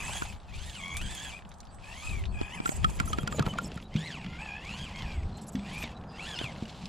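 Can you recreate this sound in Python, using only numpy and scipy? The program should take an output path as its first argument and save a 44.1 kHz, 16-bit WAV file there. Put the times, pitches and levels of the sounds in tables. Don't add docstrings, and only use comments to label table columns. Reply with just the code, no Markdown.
import sys
import numpy as np
from scipy import signal
from scipy.fft import rfft, irfft
from scipy.io import wavfile
from scipy.ndimage import uniform_filter1d

SR = 44100
rng = np.random.default_rng(int(sys.argv[2]) if len(sys.argv) > 2 else 0)


def generate_wav(sig):
    pcm = np.round(np.clip(np.atleast_2d(sig).T, -1, 1) * 32767).astype(np.int16)
    wavfile.write(sys.argv[1], SR, pcm)


def attenuation_scalar(level_db):
    decades = np.asarray(level_db, float) / 20
    return 10 ** decades


N = 303760


def rms_one(x):
    return x / np.sqrt(np.mean(x ** 2) + 1e-20)


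def in_time(rows):
    s, *columns = np.transpose(rows)
    return [np.interp(np.arange(N) / SR, s, c) for c in columns]


def gate(start, end, fade_s):
    return np.interp(np.arange(N) / SR, [start - fade_s, start, end, end + fade_s], [0, 1, 1, 0])


def drift(rate_hz):
    r = np.exp(-32 * np.pi * rate_hz / SR)
    slow = signal.lfilter([1], [1, -2 * r, r * r], rng.standard_normal(N // 16 + 1002))[1000:]
    return np.interp(np.arange(N) / 16, np.arange(len(slow)), rms_one(slow))


def band(x, low_hz, high_hz):
    return signal.sosfilt(signal.butter(2, [low_hz, high_hz], "band", fs=SR, output="sos"), x)


def ring(clicks, hz, t60):
    r, w = attenuation_scalar(-60 / (t60 * SR)), 2 * np.pi * hz / SR
    return signal.lfilter([0, np.sin(w)], [1, -2 * r * np.cos(w), r * r], clicks)


def coloured(x, spectrum):
    hz, db = np.transpose(spectrum)
    bin_hz = np.arange(N // 2 + 1) * SR / N
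    gain_db = np.interp(np.log(bin_hz + 1), np.log(hz), db)
    return rms_one(irfft(rfft(x) * attenuation_scalar(gain_db), N))


def patchy(x, edges_hz, own_db):
    return sum(attenuation_scalar(own_db * drift(30)) * band(x, low, high) for low, high in zip(edges_hz, edges_hz[1:]))


def grains(per_s, spread_db):
    level = attenuation_scalar(spread_db * np.minimum(rng.exponential(1, N), 4))
    return (rng.random(N) < per_s / SR) * level * rng.choice([-1, 1], N)


def add(out, s, sound):
    i = round(s * SR)
    out[..., i:i + sound.shape[-1]] += sound[..., :N - i]


def shell(x):
    # f/Hz, width/Hz, level/dB
    body_modes = [(900, 350, 4), (1700, 480, 1), (2426, 444, 10), (3400, 360, 4), (4590, 93, -2),
                  (5620, 150, -6.5), (6500, 82, -7), (7100, 900, -12), (10070, 190, -26)]
    out = 0
    for k, (hz, width, db) in enumerate(body_modes):
        r = np.exp(-np.pi * width / SR)
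        zeros = np.array([1, 0, -1]) * (1 - r * r) / 2
        poles = [1, -2 * r * np.cos(2 * np.pi * hz / SR), r * r]
        out = out + (-1) ** k * attenuation_scalar(db) * signal.lfilter(zeros, poles, x)
    return out


def air():
    # peak t/s, level/dB, half length/s
    gust_peaks = [(0.122, -44, 0.32), (0.587, -44, 0.14), (1.022, -37.5, 0.13), (2.128, -36.5, 0.092),
                  (2.307, -36, 0.17), (2.844, -31, 0.11), (3.042, -36, 0.2), (3.387, -40.5, 0.24),
                  (3.811, -51.5, 0.23), (4.3, -51, 0.17), (4.776, -47, 0.19), (5.015, -41, 0.092),
                  (5.215, -33.5, 0.17), (5.819, -52.5, 0.31), (6.351, -60, 0.3)]
    # f/Hz, level/dB per Hz
    wind_colour = [(12, -24), (20, 1.5), (48, 0), (70, 4.5), (189, -15), (285, -27), (400, -22.5),
                   (520, -75)]
    # t/s, level/dB
    rumble_curve = [(0, -48), (0.6, -56), (1.05, -46), (1.55, -55), (2.8, -46.5), (3.3, -37), (3.7, -39.5),
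                    (3.86, -47.5), (3.98, -40.5), (4.4, -46.5), (5.25, -43), (5.8, -43.5), (6.25, -43),
                    (6.44, -40), (6.89, -48)]
    # f/Hz, level/dB per Hz
    far_colour = [(150, -36), (250, -15.5), (722, 11.5), (1240, 3.5), (1730, -3), (2310, -24), (5930, -29),
                  (14000, -130)]
    # t/s, level/dB
    far_curve = [(0.0, -50), (0.4, -53.5), (3.65, -50.5), (3.7, -55.5), (6.31, -46.5), (6.89, -50)]
    calm_db = -51.5
    t = np.arange(N) / SR
    (rumble_db,), (far_db,) = in_time(rumble_curve), in_time(far_curve)

    gusts = attenuation_scalar(calm_db)
    for s, db, half_s in gust_peaks:
        gusts = gusts + attenuation_scalar(db) * np.clip(1 - np.abs(t - s) / half_s, 0, 1) ** 0.8
    wind = np.array([coloured(rng.standard_normal(N), wind_colour) * attenuation_scalar(2.0 * drift(14)) for row in range(2)])
    wind[1] += .3 * wind[0]
    wind = gusts * wind * attenuation_scalar([[0], [3]])

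    rumble = band(band(rng.standard_normal(N), 130.0, 217.7), 69.0, 434)
    rumble = rms_one(rumble) * attenuation_scalar(2.5 * drift(7.8))
    rumble += attenuation_scalar(-7.5) * rms_one(band(grains(1500, spread_db=1.0), 210, 656))
    ground = attenuation_scalar(rumble_db - 4.0) * np.array([rumble, 0.28 * np.roll(rumble, SR)])

    far = np.array([coloured(rng.standard_normal(N), far_colour) for row in range(2)])
    return wind + ground + attenuation_scalar(far_db - 4.5) * far * attenuation_scalar([[0], [-.1]])


def throttle():
    # t/s, f/Hz
    mesh_far = [
        [(-0.1, 1140), (0.0, 1200), (0.06, 1290), (0.1, 1350), (0.13, 1547), (0.17, 1676), (0.23, 1570)],
        [(0.25, 1378), (0.33, 1210)],
        [(0.5, 846), (0.525, 1093), (0.55, 1265), (0.6, 1504), (0.65, 1758), (0.69, 1940), (0.72, 1654),
         (0.77, 1452), (0.785, 1238)],
        [(0.79, 1207), (0.805, 1090), (0.83, 1080), (0.88, 1118), (0.93, 1084), (0.97, 1176), (1.01, 1276)],
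        [(1.035, 1590), (1.07, 1574), (1.11, 1800), (1.15, 1700), (1.18, 1595), (1.23, 1714), (1.29, 1660),
         (1.325, 1146), (1.36, 1222)],
        [(1.85, 839), (1.92, 900), (1.97, 1062), (2.01, 1122), (2.05, 1298), (2.12, 1241), (2.2, 1055)],
        [(2.36, 817), (2.5, 826), (2.55, 1058), (2.59, 768), (2.64, 795)],
        [(2.67, 845), (3.2, 817)],
        [(3.25, 840), (3.8, 814)],
    ]
    # t/s, f/Hz
    mesh_near = [
        [(3.95, 1053), (3.97, 1383), (3.99, 1700), (4.02, 1750), (4.07, 2090), (4.15, 1350), (4.18, 1000),
         (4.22, 835)],
        [(4.26, 674), (4.38, 700), (4.42, 895), (4.46, 870), (4.5, 810), (4.55, 825), (4.61, 883)],
        [(4.64, 1012), (4.72, 1381), (4.82, 1644), (4.85, 1540), (4.89, 1045)],
        [(4.92, 955), (4.95, 1080), (5.02, 1040), (5.06, 830), (5.12, 800), (5.2, 670)],
        [(5.27, 598.4), (5.56, 600)],
        [(5.64, 800), (5.7, 1000), (5.74, 1160), (5.81, 1240), (5.85, 1080), (5.9, 885)],
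        [(6.17, 900), (6.22, 1355), (6.25, 1370), (6.28, 1750), (6.33, 1680), (6.36, 1420), (6.39, 1450),
         (6.41, 1648), (6.46, 1180), (6.5, 1054)],
        [(6.55, 800), (6.95, 820)],
    ]
    # whine level/dB, rasp level/dB, fizz level/dB, scrub level/dB
    loads = [(-56.5, -42, -47, -43.5), (-70, -46.5, -53.5, -49), (-63, -57, -60.5, -47),
             (-51.5, -50, -55, -51), (-57.5, -47.5, -57, -47), (-57.5, -51.5, -52, -45.5),
             (-53, -47, -54, -72), (-70, -49.5, -50.5, -53), (-86, -51, -65, -52), (-54, -50, -68.5, -48),
             (-50, -47, -76, -51), (-57.5, -46, -63, -47), (-55, -46.5, -62, -46), (-90, -87, -90, -51.5),
             (-57.5, -46.5, -60, -45), (-53, -50.5, -61.5, -44.5), (-89, -71, -60.5, -45.5)]
    rest_db = (-100, -73.5, -75, -63)
    db_per_octave = (8.6, 1.8, 13.6, 4.8)
    cruise_hz, spin_up_s, spin_down_s = 1200, 0.054, 0.058
    slide_s = .1

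    surges = mesh_far + mesh_near
    hz, = in_time([row for rows in surges for row in rows])
    t = np.arange(N) / SR
    gains = attenuation_scalar(np.array(rest_db))[:, None] * np.ones(N)
    for rows, load_db in zip(surges, loads):
        start, end = rows[0][0], rows[-1][0]
        on = slice(max(round((start - spin_up_s) * SR), 0), round((end + spin_down_s) * SR))
        corners = [start - spin_up_s, start + spin_up_s, end - spin_down_s, end + spin_down_s]
        shape = np.interp(t[on], corners, [0, 1, 1, 0])
        speed_db = np.outer(db_per_octave, np.log2(hz[on] / cruise_hz))
        gains[:, on] += shape * attenuation_scalar(np.array(load_db)[:, None] + speed_db)
    gains[3] = uniform_filter1d(gains[3], round(slide_s * SR))
    return hz, gains


def whine(hz, gain, fizz_gain):
    # multiple of mesh, level/dB
    harmonics = [(1, 2.5), (2, 5), (3, 2.5), (4, -6), (5, -8), (6, -9), (7, -11), (8, -13)]
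    teeth, throb = 12.5, .6
    jitter, wander, rough = .011, .008, .42
    flutter_db, sing_db = 2.0, -6
    phase = 2 * np.pi * np.cumsum(hz * (1 + jitter * drift(72.0) + wander * drift(18.45))) / SR
    worn = (1 + rough * drift(170)) * attenuation_scalar(flutter_db * drift(25))
    tones = [np.roll(worn, 7001 * k) * np.sin(k * phase) for k, db in harmonics]
    mix = sum(attenuation_scalar(db) * tone for (k, db), tone in zip(harmonics, tones))
    bare = gain * mix * (1 + throb * np.sin(phase / teeth))
    upper = band(band(sum(tones[2:6]), 4000, 7500), 3600, 10000)
    sing = attenuation_scalar(sing_db) * np.sqrt(gain * fizz_gain) * upper
    direct = attenuation_scalar(-3.5) * band(band(bare, 3000, 4600), 2800, 5600)
    return band(shell(bare), 1050, 12000) + direct + sing


def rasp_and_fizz(rasp_gain, fizz_gain):
    # f/Hz, level/dB per Hz
    fizz_colour = [(2650, -41), (4500, -40), (6040, -2), (7100, 10), (9190, 2), (9930, -0.5),
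                   (13500, -14.5), (15500, -32)]
    bumps = attenuation_scalar(1.5 * drift(28))
    teeth = rms_one(shell(grains(6000, spread_db=2.5)))
    rasp = patchy(teeth, [600, 1400, 2100, 2900, 4000, 6000, 11000], own_db=1.5)
    brushes = coloured(grains(5000, spread_db=3.5), fizz_colour)
    fizz = patchy(brushes, [3060, 5430, 7100, 9000, 11500, 14300], own_db=2.0)
    return bumps * attenuation_scalar(2.0) * (rasp_gain * rasp + fizz_gain * fizz)


def tyre_scrub(gain):
    lugs = attenuation_scalar(2.5 * drift(30))
    rub = rms_one(band(band(grains(3000, spread_db=1.0), 1900, 4600), 1800, 9700))
    return attenuation_scalar(-9.0) * gain * lugs * rub


def clacks():
    # t/s, peak level/dB, f/Hz
    clack_events = [(0.059, -38, 2170), (0.094, -29.5, 960), (0.151, -29.5, 836), (0.249, -34, 880),
                    (2.089, -52, 1240), (2.717, -29, 664), (2.893, -32, 904), (2.915, -33, 697),
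                    (3.005, -31, 1410), (3.029, -37, 1280), (3.102, -31, 514), (3.209, -44, 740),
                    (3.344, -31, 581), (3.384, -19, 640), (3.398, -23, 1350), (3.406, -31, 1260),
                    (3.439, -28, 670), (3.475, -21.5, 640), (3.499, -43, 729), (3.554, -31, 690),
                    (3.618, -36, 640), (3.664, -33, 586), (3.7, -36, 636), (3.719, -36, 501),
                    (3.778, -36, 1330), (3.799, -55, 730), (3.919, -47, 609), (4.455, -32.5, 864),
                    (5.807, -32, 654), (5.835, -26, 660), (6.04, -37, 715), (6.414, -38, 1497),
                    (6.441, -30, 665), (6.481, -40, 684)]
    out, t = np.zeros(N), np.arange(SR // 20) / SR
    for s, db, hz in clack_events:
        scuff = rng.standard_normal(len(t)) * attenuation_scalar(-60 * t / 0.043) * np.minimum(t / 0.0013, 1)
        dull = band(scuff, hz * 0.6, hz * 1.4) * 2.0
        add(out, s, attenuation_scalar(db - 5.5) * (dull + 0.21 * ring(scuff, hz, 0.0084)))
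    return out


def grit():
    # t/s, peak level/dB, f/Hz
    grit_events = [(0.133, -20, 3080), (0.3617, -35, 2500), (0.401, -37, 3310), (0.854, -46, 7880),
                   (0.88, -38, 8000), (0.942, -37, 7970), (0.4319, -40, 3564), (1.3897, -32, 2720),
                   (1.4219, -35, 2670), (1.4506, -35, 2760), (1.491, -43.5, 7900), (1.509, -42, 2780),
                   (1.54, -41.5, 5960), (1.5838, -49, 7200), (1.6037, -33.5, 5950), (1.6306, -39, 2810),
                   (1.6521, -41, 4760), (1.6707, -41, 4000), (1.7234, -53, 3710), (1.7459, -45.5, 7720),
                   (1.7855, -38, 2540), (1.833, -43, 2494), (1.899, -43, 2560), (2.079, -39, 2560),
                   (2.134, -29, 2510), (2.2387, -26, 2680), (4.2141, -27, 2580), (4.263, -23, 2580),
                   (4.372, -38, 2606), (4.6502, -31, 4435), (4.958, -23.5, 3187), (5.2727, -59, 3617),
                   (5.297, -51, 3320), (5.3846, -41, 3180), (5.826, -20, 2760), (5.876, -26, 2730),
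                   (5.9412, -56, 2760), (5.9654, -52, 3250), (6.012, -41, 3680), (6.038, -35.5, 2838),
                   (6.387, -31, 3284), (6.856, -22, 4170),
                   (0.6644, -35, 3780), (0.6968, -28, 3540), (0.7511, -23, 3000), (0.8545, -43, 2190),
             (0.8679, -29, 2220), (0.9434, -29, 2300), (1.111, -23.5, 2450), (1.2491, -32, 3400),
             (2.6754, -20, 2354), (2.8992, -29.5, 7460), (3.114, -34, 6960), (3.4844, -27, 2300),
             (3.702, -38, 2290), (3.743, -41, 6890), (3.801, -32, 2820), (3.8246, -31.5, 3240),
             (4.3725, -36, 2587), (5.1993, -44, 2390), (5.7791, -31, 2327), (6.0241, -40, 2040),
             (6.5008, -35, 2430), (6.5214, -31, 2020)]
    out, t = np.zeros(N), np.arange(SR // 20) / SR
    for s, db, hz in grit_events:
        snap = rng.standard_normal(len(t)) * attenuation_scalar(-60 * t / 0.024)
        add(out, s, attenuation_scalar(db - 4.0) * band(snap, hz * 0.64, hz * 1.25))
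    return out


def ticks():
    # t/s, peak level/dB, relative brightness level/dB
    tick_events = [(0.17, -31.5, -11), (0.324, -37, 1), (0.968, -27.5, 13), (1.0141, -30, 3),
                   (1.1488, -38.5, 17.5), (1.2476, -35, -22), (1.516, -42, -30), (1.603, -50, -33),
                   (2.093, -37, -15), (2.254, -34.5, -32), (2.991, -31.5, -18), (3.619, -55, -22),
                   (3.717, -33.5, -42), (3.9407, -36, -27), (3.962, -27.5, -27), (4.2442, -35.5, -24),
                   (4.692, -36, -21), (4.9886, -29.5, -11), (5.021, -32, -6), (5.554, -30.5, -6),
                   (5.593, -39.5, -27), (5.8378, -29, -28), (5.974, -49, -27), (6.3876, -25, -20),
                   (6.4407, -33, 3.5), (6.5168, -46, -22), (6.56, -38, -16), (6.654, -36.5, -35),
                   (5.231, -41, -40)]
    # low f/Hz, high f/Hz
    pebble_hz = (2320, 3980)
    out, t = np.zeros(N), np.arange(SR // 20) / SR
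    for s, db, bright_db in tick_events:
        hz = rng.uniform(*pebble_hz)
        decay = 0.6 * attenuation_scalar(-60 * t / 0.074) + 1.2 * attenuation_scalar(-60 * t / 0.014)
        touch = rng.standard_normal(len(t)) * decay * np.minimum(t / 0.00058, 1)
        body = .5 * band(band(touch, 900, 5500), 700, 7000)
        body += .09 * ring(touch, hz, .008) + .04 * ring(touch, hz * rng.uniform(.55, .8), .012)
        edge = 0.27 * attenuation_scalar(bright_db) * band(touch, 5600, 10100)
        add(out, s, attenuation_scalar(db - 2.5) * (body + edge))
    return out


def knocks():
    # t/s, peak level/dB, case note f/Hz, relative crack level/dB, relative hollow level/dB
    knock_events = [(0.2197, -26.5, 1450, -15, -6), (2.4124, -34.5, 1301, -37, 9),
                    (2.601, -34, 1253, -34, 5), (2.656, -22, 1372, -15, -9), (2.691, -30, 1377, -6.5, 2.5),
                    (2.8432, -21.5, 1282, -8.5, -14.5), (2.8938, -48, 1210, -6, 7),
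                    (2.9988, -23.5, 1384, -3.5, -8.5), (3.0314, -45, 1230, -20, -12),
                    (3.075, -36.5, 1305, -30, -13), (3.1303, -24, 1250, -6, -12.5),
                    (3.184, -22, 1376, -38, -0.5), (3.2307, -36, 1156, -14, 0),
                    (3.274, -23.5, 1415, -7, -10.5), (3.3235, -24.5, 1240, -19, -6),
                    (3.3934, -19.5, 1450, -21, 4.5), (3.409, -48, 1130, -24, 5),
                    (3.423, -28, 1270, -11, -11), (3.4633, -20.5, 1320, -33, -3.5),
                    (3.536, -30.5, 1163, -26, -8.5), (3.584, -22, 1397, -10.5, -21),
                    (3.774, -31.5, 1376, -24, -6), (6.413, -31, 1330, -26, 6)]
    # f/Hz, t60/s, level/dB
    case_modes = [(1700, .008, -2), (2700, .006, -2), (3700, .006, -3), (4900, .005, -4), (7000, .007, -1)]
    opposed_db, damped_db_per_db = 14, 0.9
    lead_s, lead_db = 0.016, -12
    out, t = np.zeros((2, N)), np.arange(SR // 12) / SR
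    for s, db, hz, crack_db, hollow_db in knock_events:
        decay = attenuation_scalar(-60 * t / 0.017) + 0.033 * attenuation_scalar(-60 * t / 0.051)
        contact = rng.standard_normal(len(t)) * decay * np.minimum(t / 0.0017, 1) / 2.07
        press = np.abs(contact) * t / 0.0016 * np.sin(2 * np.pi * hz * t)
        damped = min(attenuation_scalar(-damped_db_per_db * (hollow_db + 15)), 1)
        note = ring(press, hz, 0.012) / 9 + ring(contact, hz * rng.uniform(.85, 1.0), 0.04) / 13
        note = damped * note + ring(contact, hz * rng.uniform(1.1, 1.35), .008) / 12
        note += band(contact, 800, 2600) * 2.4
        modes = 0
        for f, t60, d in case_modes:
            modes = modes + attenuation_scalar(d + rng.normal(0, 3.2)) * ring(contact, f * rng.uniform(0.86, 1.06), t60)
        crack = attenuation_scalar(crack_db) * (band(band(contact, 600, 8000), 500, 9000) * 2.2 + .4 * modes)
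        blow = band(-np.abs(contact) * np.exp(-t / 0.0015), 200, 3300)
        cavity = ring(blow, 690, 0.014) + 0.5 * ring(blow, 440, 0.018) + 0.4 * ring(blow, 950, 0.01)
        hollow = attenuation_scalar(hollow_db) * (cavity + 8 * blow) / 2.5
        flesh = attenuation_scalar(hollow_db / 2) * 1.2 * band(contact, 500, 4200)
        add(out[0], s, attenuation_scalar(db) * (note + crack + hollow + flesh))
        lead = round(lead_s * SR)
        scuff = np.linspace(0, 1, lead) * band(rng.standard_normal(lead), 1500, 3400)
        add(out[0], s - lead_s, attenuation_scalar(db + lead_db) * scuff)
        opposed = np.roll(note, 8) - attenuation_scalar(-11.0) * crack + attenuation_scalar(4.5) * np.roll(hollow, 40)
        add(out[1], s, attenuation_scalar(db + opposed_db) * opposed)
    return out


def controller_tone():
    # start t/s, end t/s, level/dB
    holds = [
        (0.401, 1.002, -79),
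        (1.003, 1.384, -67),
        (1.717, 2.594, -71.5),
        (2.598, 2.7, -61),
        (2.73, 2.77, -56),
        (4.046, 5.942, -76),
        (6.168, 6.446, -72),
    ]
    waver = .5 * drift(6)
    held = sum(attenuation_scalar(db) * gate(start, end, 0.055) for start, end, db in holds)
    return held * attenuation_scalar(12.0 * waver) * np.sin(2 * np.pi * 8000 * np.arange(N) / SR + waver)


def scrapes():
    # start t/s, end t/s, f/Hz, level/dB
    drags = [(1.676, 1.727, 3900, -63.5), (2.271, 2.324, 3720, -60), (3.188, 3.226, 2770, -45),
             (3.363, 3.405, 3400, -49), (3.481, 3.54, 2570, -45.5), (3.634, 3.684, 4550, -52),
             (3.835, 3.884, 3310, -59), (5.31, 5.425, 3530, -59), (5.951, 5.988, 3360, -57.5),
             (6.07, 6.194, 4180, -58.5), (6.337, 6.396, 4370, -49.5)]
    out, size = np.zeros(N), SR // 8
    for start, end, hz, db in drags:
        catches_db = 4 * rng.standard_normal(size // 100 + 1).repeat(100)[:size]
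        rub = rng.standard_normal(size) * attenuation_scalar(catches_db)
        rub = rms_one(band(band(rub, hz * 0.855, hz * 1.01), hz * 1.16, hz * 1.2))
        length = round((end - start) * SR)
        add(out, start, attenuation_scalar(db) * np.hanning(length) ** .5 * rub[:length])
    return out


def servo():
    # start t/s, end t/s, level/dB
    twitches = [(2.656, 2.769, -43.5), (2.875, 2.971, -53.5), (3.057, 3.111, -46), (3.174, 3.233, -55.5),
                (3.284, 3.293, -77), (3.308, 3.38, -52), (3.458, 3.52, -55), (3.62, 3.678, -51),
                (3.76, 3.756, -52), (3.816, 3.84, -61.5), (5.372, 5.393, -64), (5.419, 5.443, -55),
                (5.473, 5.494, -47), (5.525, 5.55, -55), (5.731, 5.753, -52), (5.782, 5.836, -48),
                (6.116, 6.129, -70)]
    # f/Hz, level/dB per Hz
    buzz_colour = [(2350, -56), (4000, -16), (6370, 2), (8030, 5), (9360, -14), (10500, 0.5), (12500, -9),
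                   (15500, -23)]
    running = sum(attenuation_scalar(db) * gate(start, end, 0.008) for start, end, db in twitches)
    buzz = coloured(grains(7400, spread_db=0.5), buzz_colour)
    return running * attenuation_scalar(2.0 * drift(29)) * patchy(buzz, [3000, 6500, 9000, 11100, 15500], own_db=3.5)


def thuds():
    # t/s, peak level/dB, f/Hz, t60/s
    drops = [(2.844, -25, 172, 0.1), (3.006, -19.5, 207, 0.035), (3.235, -22, 145, 0.045),
             (3.404, -15, 150, 0.069), (3.469, -23.5, 142, 0.11), (3.643, -28.5, 183, 0.12),
             (3.761, -30.5, 182, 0.075), (3.953, -21, 159.3, 0.35), (4.248, -35.5, 185.8, 0.12),
             (5.549, -27.5, 200.6, 0.48), (5.838, -32.5, 233.5, 0.23), (6.438, -28.5, 133, 0.11),
             (6.624, -21.5, 230, 0.061)]
    out, t = np.zeros(N), np.arange(SR // 4) / SR
    for s, db, hz, t60 in drops:
        push = band(rng.random(len(t)) * np.exp(-t / 0.018), 93, 590)
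        modes = ring(push, hz, t60) + 2.2 * ring(push, hz * 1.28, t60 * 0.2)
        add(out, s, attenuation_scalar(db + 8.5) * modes / 90)
    return out


def squeaks():
    # start t/s, end t/s, start f/Hz, end f/Hz, level/dB
    glides = [
        (3.075, 3.122, 5716, 7296, -57),
        (3.178, 3.206, 6600, 7500, -70),
        (3.311, 3.39, 7526, 6500, -56.5),
        (3.468, 3.52, 6500, 6500, -69),
    ]
    out = np.zeros(N)
    for start, end, start_hz, end_hz, db in glides:
        hz = np.linspace(start_hz, end_hz, round((end - start) * SR))
        phase = 2 * np.pi * np.cumsum(hz) / SR
        whistle = np.sin(phase) + 0.12 * np.sin(2 * phase)
        add(out, start, attenuation_scalar(db) * np.hanning(len(hz)) ** 0.5 * whistle)
    return out * attenuation_scalar(12.5 + 3.3 * drift(85))


def scene():
    # t/s, difference level/dB
    guard_curve = [(0, -7.5), (2.95, -4), (3.3, -13.5), (3.6, -21.5), (3.95, -40.5), (6.25, -46),
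                   (6.42, -20.5), (6.89, -14)]
    guard_on_treble = 0.56
    guard_db, = in_time(guard_curve)
    hz, (whine_gain, rasp_gain, fizz_gain, scrub_gain) = throttle()
    truck = whine(hz, whine_gain, fizz_gain) + rasp_and_fizz(rasp_gain, fizz_gain) + tyre_scrub(scrub_gain)
    truck += clacks() + grit() + ticks() + controller_tone() + scrapes() + servo() + thuds() + squeaks()
    late = np.roll(truck, 9)
    rock_echo = np.roll(truck, 331)
    high_pass = signal.butter(4, 5600, "high", fs=SR, output="sos")
    treble = signal.sosfiltfilt(high_pass, truck + attenuation_scalar(4.0) * rock_echo)
    mid, side = air()
    side = attenuation_scalar(guard_db) * (side + band(band(late, 490, 2740), 200, 2940))
    side -= attenuation_scalar(guard_on_treble * guard_db - 2.5) * treble
    knock, opposed = knocks()
    mid = mid + truck + knock
    side = side + attenuation_scalar(guard_db) * opposed
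    return np.array([mid + side, mid - side])


def top_cut(x):
    return signal.sosfilt(signal.butter(12, 15710, fs=SR, output="sos"), x)


def record(dry):
    low_pass = signal.cheby2(12, 60, 15900, fs=SR, output="sos")
    mix = signal.sosfilt(low_pass, dry)
    return top_cut(mix)


dry = scene()
out = record(dry)
generate_wav(out)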